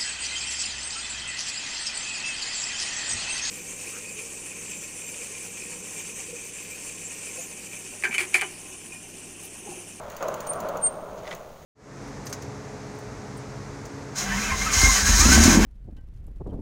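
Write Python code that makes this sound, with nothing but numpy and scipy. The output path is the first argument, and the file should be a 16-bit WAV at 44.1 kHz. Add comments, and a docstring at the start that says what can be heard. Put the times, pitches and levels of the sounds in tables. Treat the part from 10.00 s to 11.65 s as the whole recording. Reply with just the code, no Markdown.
"""A paved roadside, heard from low down: a bicycle rolls past and rides away.
Its tyres hum on the grainy paving, thump over joints and snap grit. The freewheel pawl ticks,
a rubbing part squeaks twice, and loose metal rattles once further off.
Walls ahead return a faint tail. Distant traffic and air rumble underneath."""
import sys
import numpy as np
from scipy import signal
from scipy.fft import rfft, irfft
from scipy.io import wavfile
from scipy.ndimage import map_coordinates

SR = 44100
rng = np.random.default_rng(int(sys.argv[2]) if len(sys.argv) > 2 else 0)


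def unload_audio(sound):
    """Save the sound as a 16-bit wav file, at the path given as the first command line argument."""
    columns = np.transpose(np.atleast_2d(sound))
    # keep every value between -1 and 1, then stretch to whole-number steps
    steps = np.round(np.clip(columns, -1, 1) * 32767)
    wavfile.write(sys.argv[1], SR, steps.astype(np.int16))


N = 72765
T = np.arange(N) / SR

# Tyre level as the wheels pass. Each row: time in seconds, level in dB.
TYRE_LEVEL = [(0, -39), (.205, -45), (.23, -33), (.34, -33), (.44, -38), (.55, -34), (.66, -31.5),
              (.81, -35), (1.03, -38), (1.2, -39), (1.34, -39), (1.45, -43.5), (1.65, -50.5)]
# Tyre treble, duller from behind. Each row: time in seconds, gain in dB.
TYRE_TREBLE = [(.2, 0.5), (.75, 1.5), (1.15, -4.5), (1.65, -4.5)]
# Tyre hum and grit scrape. Each row: frequency in Hz, relative density in dB.
TYRE_SPECTRUM = [(40, -32), (110, -17), (170, -8.5), (290, -16), (420, -8), (530, -5), (612, 1.5),
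                 (690, -4), (790, -9), (1120, -8.5), (1400, -13), (1750, -27.5), (2600, -35), (5000, -48.5),
                 (9000, -44.5), (16000, -57)]
SCRAPE_SPECTRUM = [(1000, -24), (2000, -0.5), (3300, -4.5), (5000, -11.5), (12000, -35.5)]
# Paving joints. Each row: start in seconds, level in dB, T60 in seconds, relative crunch in dB.
JOINT_HITS = [(0.207, -29.5, 0.038, -6), (0.225, -24, 0.059, -9.5), (0.255, -23, 0.031, -27),
              (0.282, -26, 0.07, -22.5), (0.753, -23, 0.051, -30)]
# Wheel thump and grit crunch. Each row: frequency in Hz, relative density in dB.
THUMP_SPECTRUM = [(60, -36), (170, -27), (300, -8), (450, -4.5), (570, 9.5), (800, -8), (1250, -5),
                  (1600, -20), (2800, -31.5), (5000, -50), (16000, -56)]
CRUNCH_SPECTRUM = [(600, -13), (1000, 7.5), (1350, 10), (1700, -5), (3000, -11.5), (4500, -24.5),
                   (16000, -34)]
# Pawl drops. 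Each row: start in seconds, relative level in dB, T60 in seconds.
PAWL_DROPS = [(.1005, -37.5, 0.019), (0.1177, -41, .015), (0.166, -32.5, 0.015), (0.2262, -33, 0.017),
              (.283, -32, .016), (.3413, -33, 0.019), (0.4044, -34.5, 0.027), (0.469, -36.5, 0.033),
              (.534, -34, 0.015), (.6032, -32.5, 0.014), (.687, -36, 0.023), (.771, -37.5, .022),
              (1.349, -38, .016)]
# Pawl click. Each row: frequency in Hz, relative density in dB.
PAWL_SPECTRUM = [(800, -12), (2300, -6), (2900, 6), (3500, -7), (4300, 4.5), (5200, -3.5), (6600, 6.5),
                 (8500, -2), (12000, -3.5), (16000, 2)]
# Touches of the rubbing part. Each row: centre in seconds, half length in seconds, level in dB.
SQUEAK_TOUCHES = [(0.43, 0.012, -54), (.477, 0.0076, -36.5), (.502, 0.0085, -23), (0.516, 0.016, -36),
                  (0.56, 0.0044, -42), (0.8435, 0.012, -17.5), (0.8664, 0.015, -16)]
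# Squeak pitch, dropping as the bicycle passes. Each row: time in seconds, pitch in Hz.
SQUEAK_PITCH_HZ = [(.43, 8880), (.5, 8925), (.57, 8940), (.83, 8745), (.86, 8708), (.9, 8700)]
# Loose metal knocks. Each row: start in seconds, level in dB, relative crack in dB.
METAL_KNOCKS = [(1.2444, -49, 3.5), (1.254, -40, -8), (1.269, -37, -7), (1.2764, -33.5, -4.5),
                (1.2794, -42, 0), (1.3105, -28, -12), (1.3152, -26.5, -13.5), (1.3277, -30.5, -12)]
# Thin metal modes. Each row: frequency in Hz, relative level in dB, T60 in seconds.
METAL_MODES = [(1400, -4, 0.029), (1667, -8.5, 0.03), (1895, 0, 0.023), (2013, 1.5, 0.038),
               (2270, -1, 0.027), (3140, -2.5, 0.024), (3490, -9.5, 0.032)]
# Crack of a knock. Each row: frequency in Hz, relative density in dB.
CRACK_SPECTRUM = [(700, -15), (1500, 0), (3700, 8), (5200, 5), (6500, -9), (16000, -20)]
# Short noise swells. Each row: centre in seconds, half length in seconds, level in dB.
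NOISE_SWELLS = [(0.869, 0.0092, -47.5), (1.187, 0.013, -54)]
# Swell noise. Each row: frequency in Hz, relative density in dB.
SWELL_SPECTRUM = [(1200, -10), (2000, 4), (4000, 1), (7000, -2.5), (9000, -11.5), (16000, -26)]
# Chain and grit hiss. Each row: time in seconds, level in dB.
HISS_LEVEL = [(0, -56), (.11, -50), (.19, -49.5), (.25, -51.5), (.45, -49), (.7, -62), (1, -61.5),
              (1.22, -55.5), (1.33, -43.5), (1.4, -55.5), (1.65, -60.5)]
# Hiss and grit snaps. Each row: frequency in Hz, relative density in dB.
HISS_SPECTRUM = [(250, -7), (1100, 15), (2000, 10.5), (3500, 2), (5000, -2), (6500, -2), (9000, -4),
                 (16000, -26)]
# Distant traffic and air. Each row: frequency in Hz, relative density in dB.
RUMBLE_SPECTRUM = [(15, 2.5), (30, -6.5), (70, -2.5), (150, -5), (300, -16), (600, -10), (1100, -31),
                   (2000, -31.5), (4000, -29), (8000, -35.5), (16000, -35.5)]
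# Microphone housing resonances. Each row: frequency in Hz, gain in dB.
HOUSING_GAIN = [(5300, 0.5), (6300, 6.5), (6900, 6.5), (7600, -1), (12500, -0.5), (14500, 2.5), (15700, 8),
                (16100, -19)]


def amp(db):
    """Decibels to gain."""
    return 10 ** (np.asarray(db) / 20)


def unit_rms(x):
    """Scales to an rms of one."""
    return x / np.sqrt(np.mean(x ** 2) + 1e-20)


def curve(points):
    """Joins (seconds, value) points by straight lines."""
    return np.interp(T, *np.transpose(points))


def decay(t, t60_s):
    """Envelope falling 60 dB in t60_s."""
    return np.exp(-np.log(1000) * t / t60_s)


def add(mix, start_s, sound):
    """Mixes a sound in at start_s."""
    part = mix[max(round(start_s * SR), 0):][:len(sound)]
    part += sound[:len(part)]


def response(spectrum, size=4096):
    """Minimum-phase impulse response from (Hz, dB) points."""
    hz, db = np.transpose(spectrum)
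    bins_hz = abs(np.fft.fftfreq(size, 1 / SR))
    log_gain = np.log(amp(np.interp(np.log(bins_hz + 1), np.log(hz), db)))
    return np.fft.ifft(np.exp(np.conj(signal.hilbert(log_gain)))).real[:size // 2]


def colour(x, spectrum):
    """Gives white excitation a spectrum and keeps its power."""
    impulse = response(spectrum)
    return signal.fftconvolve(x, impulse / np.linalg.norm(impulse))[:N]


def drift(rate_hz):
    """Random drift up to about rate_hz, rms one."""
    lowpass = np.exp(-(np.fft.rfftfreq(N, 1 / SR) / rate_hz) ** 2)
    return unit_rms(irfft(rfft(rng.standard_normal(N)) * lowpass, N))


def grains(per_s, spread_db):
    """Random tiny impacts of uneven size, rms one."""
    size = amp(spread_db * np.minimum(rng.exponential(1, N), 4))
    return unit_rms(size * rng.choice([-1, 1], N) * (rng.random(N) < per_s / SR))


def burst(t60_s):
    """A scatter of contacts that dies away."""
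    t = T[:SR // 4]
    return rng.choice([-1, 1], len(t)) * decay(t, t60_s)


def tyres(scrape_db=-26.5, corner_hz=925):
    """Paving grains drum on the tyres and grit scrapes under them; both dull as the bicycle leaves."""
    hum = colour(grains(per_s=3500, spread_db=2.5), TYRE_SPECTRUM)
    scrape = colour(grains(per_s=900, spread_db=2.5), SCRAPE_SPECTRUM)
    rolling = hum + amp(scrape_db) * scrape
    low = signal.sosfiltfilt(signal.butter(3, corner_hz, fs=SR, output="sos"), rolling)
    treble = (rolling - low) * amp(curve(TYRE_TREBLE))
    return (low + treble) * amp(curve(TYRE_LEVEL))


def paving_joints():
    """Joints thump the wheels, which crunch the grit lying in them."""
    blows, crunch = np.zeros(N), np.zeros(N)
    for start_s, db, t60_s, crunch_db in JOINT_HITS:
        add(blows, start_s, amp(db) * burst(t60_s))
        add(crunch, start_s, amp(db + crunch_db) * burst(t60_s=0.21))
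    return colour(blows, THUMP_SPECTRUM) + colour(crunch, CRUNCH_SPECTRUM)


def freewheel(ring_db=-17, ring_t60_s=0.15, bounce_s=0.0034, bounce_db=-6, gain_db=-2):
    """The pawl drops on each tooth, bounces once and leaves a short ring in the hub."""
    clicks = np.zeros(N)
    for start_s, db, t60_s in PAWL_DROPS:
        add(clicks, start_s, amp(db) * (burst(t60_s) + amp(ring_db) * burst(ring_t60_s)))
        add(clicks, start_s + bounce_s, amp(db + bounce_db) * burst(t60_s))
    return amp(gain_db) * colour(clicks, PAWL_SPECTRUM)


def squeaks(ring_db=-33, ring_t60_s=0.63, waver_hz=6):
    """A rubbing part sings in one high mode, swelling with each touch and ringing on faintly."""
    touches = sum(amp(db) / np.cosh(np.clip((T - centre_s) / half_s, -20, 20)) ** 2
                  for centre_s, half_s, db in SQUEAK_TOUCHES)
    fade = decay(T, ring_t60_s)
    ring = np.maximum.accumulate(touches / fade) * fade  # decaying peak hold
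    pitch_hz = curve(SQUEAK_PITCH_HZ) + waver_hz * drift(rate_hz=80)
    return (touches + amp(ring_db) * ring) * np.sin(2 * np.pi * np.cumsum(pitch_hz) / SR)


def rattle(ring_db=-8):
    """Loose thin metal knocks: a brief crack and a modal ring each time."""
    rings, cracks = np.zeros(N), np.zeros(N)
    t = T[:SR // 4]
    for start_s, db, crack_db in METAL_KNOCKS:
        ring = sum(amp(mode_db) * decay(t, t60_s) * np.sin(2 * np.pi * (hz * t + rng.random()))
                   for hz, mode_db, t60_s in METAL_MODES)
        add(rings, start_s, amp(db + ring_db) * ring)
        add(cracks, start_s, amp(db + crack_db) * burst(t60_s=0.015))
    return rings + colour(cracks, CRACK_SPECTRUM)


def noise_swells():
    """A brief broadband rasp at the loudest squeak's peak, and a faint scuff later."""
    swells = sum(amp(db) * np.exp(-((T - centre_s) / half_s) ** 2)
                 for centre_s, half_s, db in NOISE_SWELLS)
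    return swells * colour(rng.standard_normal(N), SWELL_SPECTRUM)


def chain_hiss():
    """Fine crackle of the chain and of grit under the tread."""
    return colour(grains(per_s=5000, spread_db=3.6), HISS_SPECTRUM) * amp(curve(HISS_LEVEL))


def grit_snaps(per_s=32, gain_db=-45.5):
    """Single bits of grit snap under the tread."""
    impulses = (rng.random(N) < per_s / SR) * rng.uniform(0.34, 1, N)
    snaps = signal.fftconvolve(impulses, burst(t60_s=0.011))[:N]
    return amp(gain_db) * colour(snaps, HISS_SPECTRUM)


def wall_reflections(bicycle, doppler_ratio=1.003, delay_s=0.012, t60_s=0.5, gain_db=-29):
    """Walls ahead of the moving bicycle return a faint tail, slightly sharp."""
    t = T[:SR]
    tail = rng.standard_normal(len(t)) * decay(t, t60_s) * (t > delay_s)
    shifted = map_coordinates(bicycle, [np.arange(N) * doppler_ratio])
    return amp(gain_db) * signal.fftconvolve(shifted, tail / np.linalg.norm(tail))[:N]


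def rumble(level_db=-49.5):
    """Distant traffic and air: steady low noise."""
    return amp(level_db) * colour(rng.standard_normal(N), RUMBLE_SPECTRUM)


def scene():
    """Bicycle, reflections and rumble, mono."""
    bicycle = tyres() + paving_joints() + freewheel() + squeaks() + rattle()
    bicycle += noise_swells() + chain_hiss() + grit_snaps()
    return (bicycle + wall_reflections(bicycle) + rumble())[None]


def record(dry):
    """The microphone housing colours the treble; a low-pass limits the band."""
    coloured = signal.fftconvolve(dry, response(HOUSING_GAIN)[None])[:, :N]
    cutoff_hz = 16500
    lowpass = signal.firwin(161, cutoff_hz, window=("kaiser", 9), fs=SR)
    return signal.oaconvolve(coloured, lowpass[None], "same")


dry = scene()
out = record(dry)
unload_audio(out)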